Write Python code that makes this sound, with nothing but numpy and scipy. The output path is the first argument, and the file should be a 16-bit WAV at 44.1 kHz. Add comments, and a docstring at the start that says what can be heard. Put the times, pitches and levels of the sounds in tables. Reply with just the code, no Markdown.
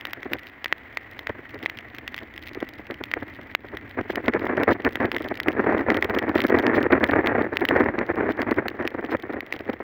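"""Raindrops tap a hand-held camera and its microphone, on a two-wheeler ridden along a wet road.
Each tap is a filtered knock with a rebound and a fizz of noise; a few dull knocks may be wind kicks instead.
Finer drops patter on camera and raincoat, and short bursts of spray are crowds of tiny splashes.
From about four seconds on, the airstream buffets the microphone: ragged gusts of random pressure kicks.
Behind, filtered noise gives the hiss of wet tyres and far rain and the drone of road and machine.
All of it rings the air in the microphone port."""
import sys
import numpy as np
from scipy import signal
from scipy.fft import rfft, irfft, next_fast_len
from scipy.io import wavfile
from scipy.ndimage import uniform_filter1d, minimum_filter1d

SR = 44100
rng = np.random.default_rng(int(sys.argv[2]) if len(sys.argv) > 2 else 0)


def dump_mix(stems):
    """Bounce the given channels to the path in sys.argv[1] as a 16-bit WAV at rate SR."""
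    frames = np.atleast_2d(stems).T  # one column per channel
    limited = np.clip(frames, -1, 1)  # hard clip at full scale
    pcm = np.round(limited * 32767).astype(np.int16)
    wavfile.write(sys.argv[1], SR, pcm)


N = 433483

# All levels are relative: each source adds its own gain, and spectra are scaled to energy 1.

# Wash and drone of the ride over time: time_s, wash_level_db, drone_level_db
RIDE_LEVELS = [(0, -50, -55), (0.55, -51.5, -56), (1.2, -50, -51.5), (2.6, -51.5, -47.5),
               (5.3, -51.5, -45.5), (9.83, -55, -64)]
# Spectrum of the wash of far rain and wet tyres: frequency_hz, density_db (per Hz)
WASH_SPECTRUM = [(250, -6.5), (650, 0.5), (1100, -4.5), (2000, -6.5), (3300, -6.5), (5000, -14.5),
                 (8000, -18.5), (12500, -18.5), (15000, -12)]
# Spectrum of the drone of road and machine, also of the wind rumble: frequency_hz, density_db (per Hz)
DRONE_SPECTRUM = [(20, -40), (40, 0.5), (85, 7), (130, 6), (200, 3.5), (310, 5.5), (450, -18), (900, -51)]

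# Strength of the airstream at the microphone: time_s, level_db
DRAUGHT_LEVELS = [(0, -54.5), (0.28, -40.5), (0.5, -58.5), (1.7, -49), (2.3, -53.5), (3.9, -47),
                  (4.5, -31.5), (4.8, -36), (5.4, -35), (5.8, -29), (6.55, -25), (7.46, -23.5), (7.56, -36),
                  (7.85, -28), (8.5, -27.5), (9.3, -38.5), (9.83, -41.5)]
# Gusts that stand out, their length taken midway up the edges: start_s, length_s, level_db
STRONG_GUSTS = [(0.314, 0.047, -34), (1.293, 0.012, -25.5), (2.568, 0.011, -30.5), (2.611, .021, -29),
                (2.9, 0.023, -33.5), (3.006, 0.0074, -25), (3.165, 0.012, -23), (3.22, .017, -33.5),
                (3.387, 0.011, -35), (3.722, 0.013, -29), (3.971, 0.043, -27.5), (4.098, 0.0075, -24),
                (4.169, 0.012, -19.5), (4.279, 0.021, -22.5), (4.334, 0.044, -23), (4.489, 0.066, -29),
                (4.569, 0.072, -25.5), (4.676, 0.049, -18.5), (4.848, 0.028, -18.5), (5.003, .052, -23.5),
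                (5.308, 0.012, -24.5), (5.464, 0.033, -25), (5.569, 0.033, -19.5), (5.666, 0.085, -22),
                (5.876, 0.045, -20), (6.535, 0.045, -14.5), (6.777, 0.015, -21.5), (6.921, 0.017, -5.5),
                (7.609, 0.019, -22.5), (7.686, .16, -22), (8.187, 0.024, -29.5), (8.565, 0.052, -28),
                (9.122, 0.032, -24.5), (9.681, 0.019, -30)]
# Spectrum of the buffeting: frequency_hz, density_db (per Hz)
BUFFET_SPECTRUM = [(30, -36.5), (90, -10), (140, -11.5), (230, -1.5), (330, 1), (520, -5), (1150, -18),
                   (1750, -22.5), (2000, -30.5), (2300, -28), (3000, -38.5), (8000, -58), (14000, -52.5)]

# Bursts of spray on the camera: start_s, level_db
SPRAY_BURSTS = [(0.31, -43), (4.08, -37.5), (4.69, -31), (6.34, -35), (6.73, -32), (7.669, -38),
                (8.28, -39), (9.092, -37)]

# How hard the pattering rain arrives: time_s, gain_db
RAIN_STRENGTH = [(0, 0), (0.9, -5.5), (2.0, 2), (2.9, -0.5), (3.5, -15.5), (4.3, -3.5), (5.3, 1),
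                 (6.3, 11.5), (8.1, -6.5), (9.83, -4)]
# Loudest single hits: drops on the camera, and a few dull knocks that may be wind kicks:
# start_s, level_db, splash_db (higher for more splash against tap)
LOUD_HITS = [(0.053, -7, -11), (0.133, -11, -7.5), (0.231, -14, -15), (0.334, -9, -2), (0.644, -9, -7),
             (0.659, -6, -25), (0.726, 7, -22), (0.972, -6, -16), (1.192, -15, -7), (1.271, -7, -20),
             (1.66, -5, -20), (1.698, -17.5, -3.5), (2.078, -13, -5), (2.144, -12.5, -10),
             (2.179, -20, -4.5), (3.038, -14.5, -5), (3.115, -9, -14), (3.138, -2.5, -19),
             (3.55, 13, -12.5), (3.771, -16.5, -8.5), (4.157, -13, -2.5), (4.282, -3.5, -16),
             (4.337, -8, -32), (4.634, -6.5, -10), (4.849, -4.5, -17.5), (4.956, -9, -7.5),
             (5.117, -5, -14), (5.165, -10, -11.5), (5.401, -6.5, -8), (5.484, -8.5, -7), (5.903, 4.5, -21),
             (6.025, -1, -20), (6.191, -6.5, -20), (6.667, -0.5, -18), (7.041, -0.5, -13),
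             (7.261, -10, -14), (7.272, -1.5, -13.5), (7.57, -5, -6), (7.652, -5, -10.5), (7.688, -5.5, -6),
             (7.989, -9, -31), (8.418, -10, -9.5), (8.511, -16.5, -4.5), (8.683, -8, -6.5),
             (8.876, -8.5, -5.5), (9.406, -17, -9), (9.525, -9, -11)]
# Spectrum of the dull tap of a hit on the casing: frequency_hz, density_db (per Hz)
TAP_SPECTRUM = [(60, -31), (300, -2), (800, -6), (2000, -4.5), (3500, -3.5), (6000, -8.5), (16000, -41)]
# Spectrum of the splash of a drop: frequency_hz, density_db (per Hz)
SPLASH_SPECTRUM = [(1200, -19), (3200, 8), (5000, 5), (8000, -7), (12300, -1), (15000, 1)]

# Resonances of the air in the microphone port: frequency_hz, quality_factor
PORT_MODES = [(1960, 6.8), (15300, 24)]


def amp(db):
    """Decibels to gain."""
    return 10 ** (np.asarray(db) / 20)


def unit(x):
    """Scales to rms 1."""
    return x / np.sqrt(np.mean(x ** 2) + 1e-20)


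def curve(rows, axis=1):
    """One column of a time table, at every sample."""
    rows = np.array(rows, float)
    return np.interp(np.arange(N) / SR, rows[:, 0], rows[:, axis])


def add(mix, start_s, sound):
    """Mixes a sound in at start_s."""
    part = mix[..., max(round(start_s * SR), 0):][..., :sound.shape[-1]]
    part += sound[..., :part.shape[-1]]


def response(points, size=2048):
    """Causal, minimum-phase impulse response of energy 1 with the given spectrum."""
    hz, db = np.transpose(points)
    grid_hz = abs(np.fft.fftfreq(size, 1 / SR))
    level_db = np.interp(np.log(grid_hz + 1), np.log(hz), db)
    log_gain = np.log(amp(level_db))
    spectrum = np.exp(np.conj(signal.hilbert(log_gain)))
    taps = np.fft.ifft(spectrum).real[:size // 2]
    return taps / np.linalg.norm(taps)


def colour(x, points):
    """Gives a white drive the spectrum of a table."""
    return signal.oaconvolve(x, response(points))[:len(x)]


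def wander(hz):
    """Slow chance of rms 1, moving at up to about hz."""
    f = np.fft.rfftfreq(N, 1 / SR)
    noise = rfft(rng.standard_normal(N))
    return unit(irfft(noise / (1 + (f / hz) ** 4), N))


def road(wash_db=-1, drone_db=0, flicker_db=2.5, lump_db=2):
    """Wet tyres and far rain hiss with a flicker; road and machine drone unevenly below."""
    hiss = rng.standard_normal(N) * amp(flicker_db * wander(90))
    wash = colour(hiss, WASH_SPECTRUM) * amp(wash_db + curve(RIDE_LEVELS, axis=1))
    hum = rng.standard_normal(N) * amp(lump_db * wander(21))
    drone = colour(hum, DRONE_SPECTRUM) * amp(drone_db + curve(RIDE_LEVELS, axis=2))
    return wash + drone


def puffs(draught_db, half_db=-33, span_db=17, puff_hz=23, sharpness=6, slack_db=-14):
    """The airstream catches the microphone and lets go: rare puffs when weak, brief lulls when strong."""
    bias = (draught_db - half_db) / span_db
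    caught = 1 / (1 + np.exp(-sharpness * (wander(puff_hz) + bias)))
    share = 1 / (1 + np.exp(-2 * bias))  # of the time that it is caught
    slack = amp(slack_db) ** 2  # power left in the lulls
    return amp(draught_db) * np.sqrt((caught ** 2 + slack) / (share + slack))


def wind(level_db=3.0, eddy_db=4.0, eddy_hz=70, kicks_per_s=2200, edge_s=0.0068, even_s=0.044,
         rumble_db=-27.5, rumble_follow=0.49):
    """Gusts break into eddies, and the eddies into quick pressure kicks; a rumble swells more gently."""
    power = puffs(curve(DRAUGHT_LEVELS)) ** 2
    for start_s, length_s, gust_db in STRONG_GUSTS:
        t = np.arange(0, length_s + 2 * edge_s, 1 / SR)
        ramp = np.clip(np.minimum(t, t[-1] - t) / (2 * edge_s), 0, 1)
        swell = np.sin(np.pi / 2 * ramp) ** 2
        add(power, start_s - edge_s, (amp(gust_db) * swell) ** 2)
    strength = np.sqrt(power)

    eddies = amp(eddy_db * wander(eddy_hz))
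    eddies /= np.sqrt(uniform_filter1d(eddies ** 2, int(even_s * SR)))  # they share out the gust's energy
    kicks = unit(rng.standard_normal(N) * (rng.random(N) < kicks_per_s / SR))
    buffet = colour(strength * eddies * kicks, BUFFET_SPECTRUM)
    rumble = colour(strength ** rumble_follow * rng.standard_normal(N), DRONE_SPECTRUM)
    return amp(level_db) * buffet + amp(rumble_db) * rumble


def spray(level_db=0, length_s=0.057, droplets_per_s=900, spread_db=4, width=0.7):
    """A burst of spray swells and fades as a crowd of tiny splashes; its fizz spreads wide."""
    swell = np.zeros(N)
    for start_s, burst_db in SPRAY_BURSTS:
        add(swell, start_s, amp(level_db + burst_db) * np.hanning(int(length_s * SR)))
    sizes = rng.standard_normal(N) * amp(spread_db * rng.standard_normal(N))
    droplets = unit(sizes * (rng.random(N) < droplets_per_s / SR))
    side = unit(np.gradient(colour(rng.standard_normal(N), SPLASH_SPECTRUM)))
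    return swell * (colour(droplets, SPLASH_SPECTRUM) + width * np.array([side, -side]))


def hit(splash_db, apart, tap, splash, rebound=0.93, rebound_s=0.000466, splash_s=0.0012,
        lift_db=16, size=900):
    """A drop presses on the casing and rebounds; its splash, faint in a dull knock, is a brief fizz."""
    t = np.arange(size) / SR
    delay, bounce = rng.random(2)
    late_tap = np.interp(t - rebound_s * (.5 + delay), t, tap[:size], left=0)
    knock = tap[:size] - rebound * bounce * late_tap
    bursts = rng.standard_normal((2, size)) * np.exp(-t / splash_s)
    both, side = (unit(signal.fftconvolve(burst, splash)[:size]) for burst in bursts)
    side = unit(np.gradient(side))  # mostly the finest fizz differs between the channels
    fizz = both + apart * np.array([side, -side])
    return knock + amp(splash_db + lift_db) * knock.std() * fizz


def patter(per_s, level_db, spread_db, splash_db, clump_db, clump_hz=9, most=1.67, count=24):
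    """Drops arrive at random in little flurries, many small and few large."""
    out, tap, splash = np.zeros((2, N)), response(TAP_SPECTRUM), response(SPLASH_SPECTRUM)
    shapes = [hit(splash_db + 4 * rng.standard_normal(), 0, tap, splash) for _ in range(count)]
    strength, flurry = amp(curve(RAIN_STRENGTH)), amp(clump_db * wander(clump_hz))
    chance, sizes, kinds = rng.random(N), rng.exponential(1, N), rng.integers(0, count, N)
    for i in np.flatnonzero(chance < per_s * flurry / flurry.mean() / SR):
        gain = strength[i] * amp(level_db + spread_db * min(sizes[i], most))
        add(out, i / SR, gain * shapes[kinds[i]])
    return out


def loud_hits(level_db=1, width=0.2):
    """Drops on the camera and a few dull knocks that may be wind kicks; more splash sounds wider."""
    out, tap, splash = np.zeros((2, N)), response(TAP_SPECTRUM), response(SPLASH_SPECTRUM)
    for start_s, hit_db, splash_db in LOUD_HITS:
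        apart = width * amp(splash_db) ** 2
        add(out, start_s, amp(level_db + hit_db) * hit(splash_db, apart, tap, splash))
    return out


def scene():
    """Wind and road in the middle; hits and spray on the camera, duller drops on the coat."""
    on_camera = patter(per_s=45, level_db=-42.5, spread_db=10, splash_db=-1.5, clump_db=4.5)
    on_coat = patter(per_s=150, level_db=-56.5, spread_db=5.0, splash_db=-32, clump_db=7.5)
    return wind() + road() + loud_hits() + spray() + on_camera + on_coat


def record(dry, notch_hz=165.2, notch_q=2.14, ceiling_db=-2.5, recover_db_per_s=120, edge_hz=16200):
    """Everything rings the microphone port; then a low notch, a quick peak limiter and the band limit."""
    padded = next_fast_len(N + SR)
    hz = np.fft.rfftfreq(padded, 1 / SR)
    port = np.ones(len(hz), complex)
    for mode_hz, q in PORT_MODES:
        port /= 1 - (hz / mode_hz) ** 2 + 1j * hz / (mode_hz * q)
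    x = irfft(rfft(dry, padded) * port, padded)[:, :N]
    # the microphone is deaf in a low band
    x = signal.lfilter(*signal.iirnotch(notch_hz, notch_q, SR), x)

    # the limiter turns both channels down together, then recovers at a steady rate
    over_db = np.maximum(20 * np.log10(abs(x).max(0) + 1e-9) - ceiling_db, 0)
    fall_db = np.arange(N) / SR * recover_db_per_s
    duck_db = fall_db - np.maximum.accumulate(over_db + fall_db)
    smooth_db = uniform_filter1d(minimum_filter1d(duck_db, size=89), size=89)
    x = x * amp(smooth_db)

    low_pass = signal.firwin(255, edge_hz, window=("kaiser", 9), fs=SR)
    return signal.oaconvolve(x, low_pass[None], "same")


dry = scene()
out = record(dry)
dump_mix(out)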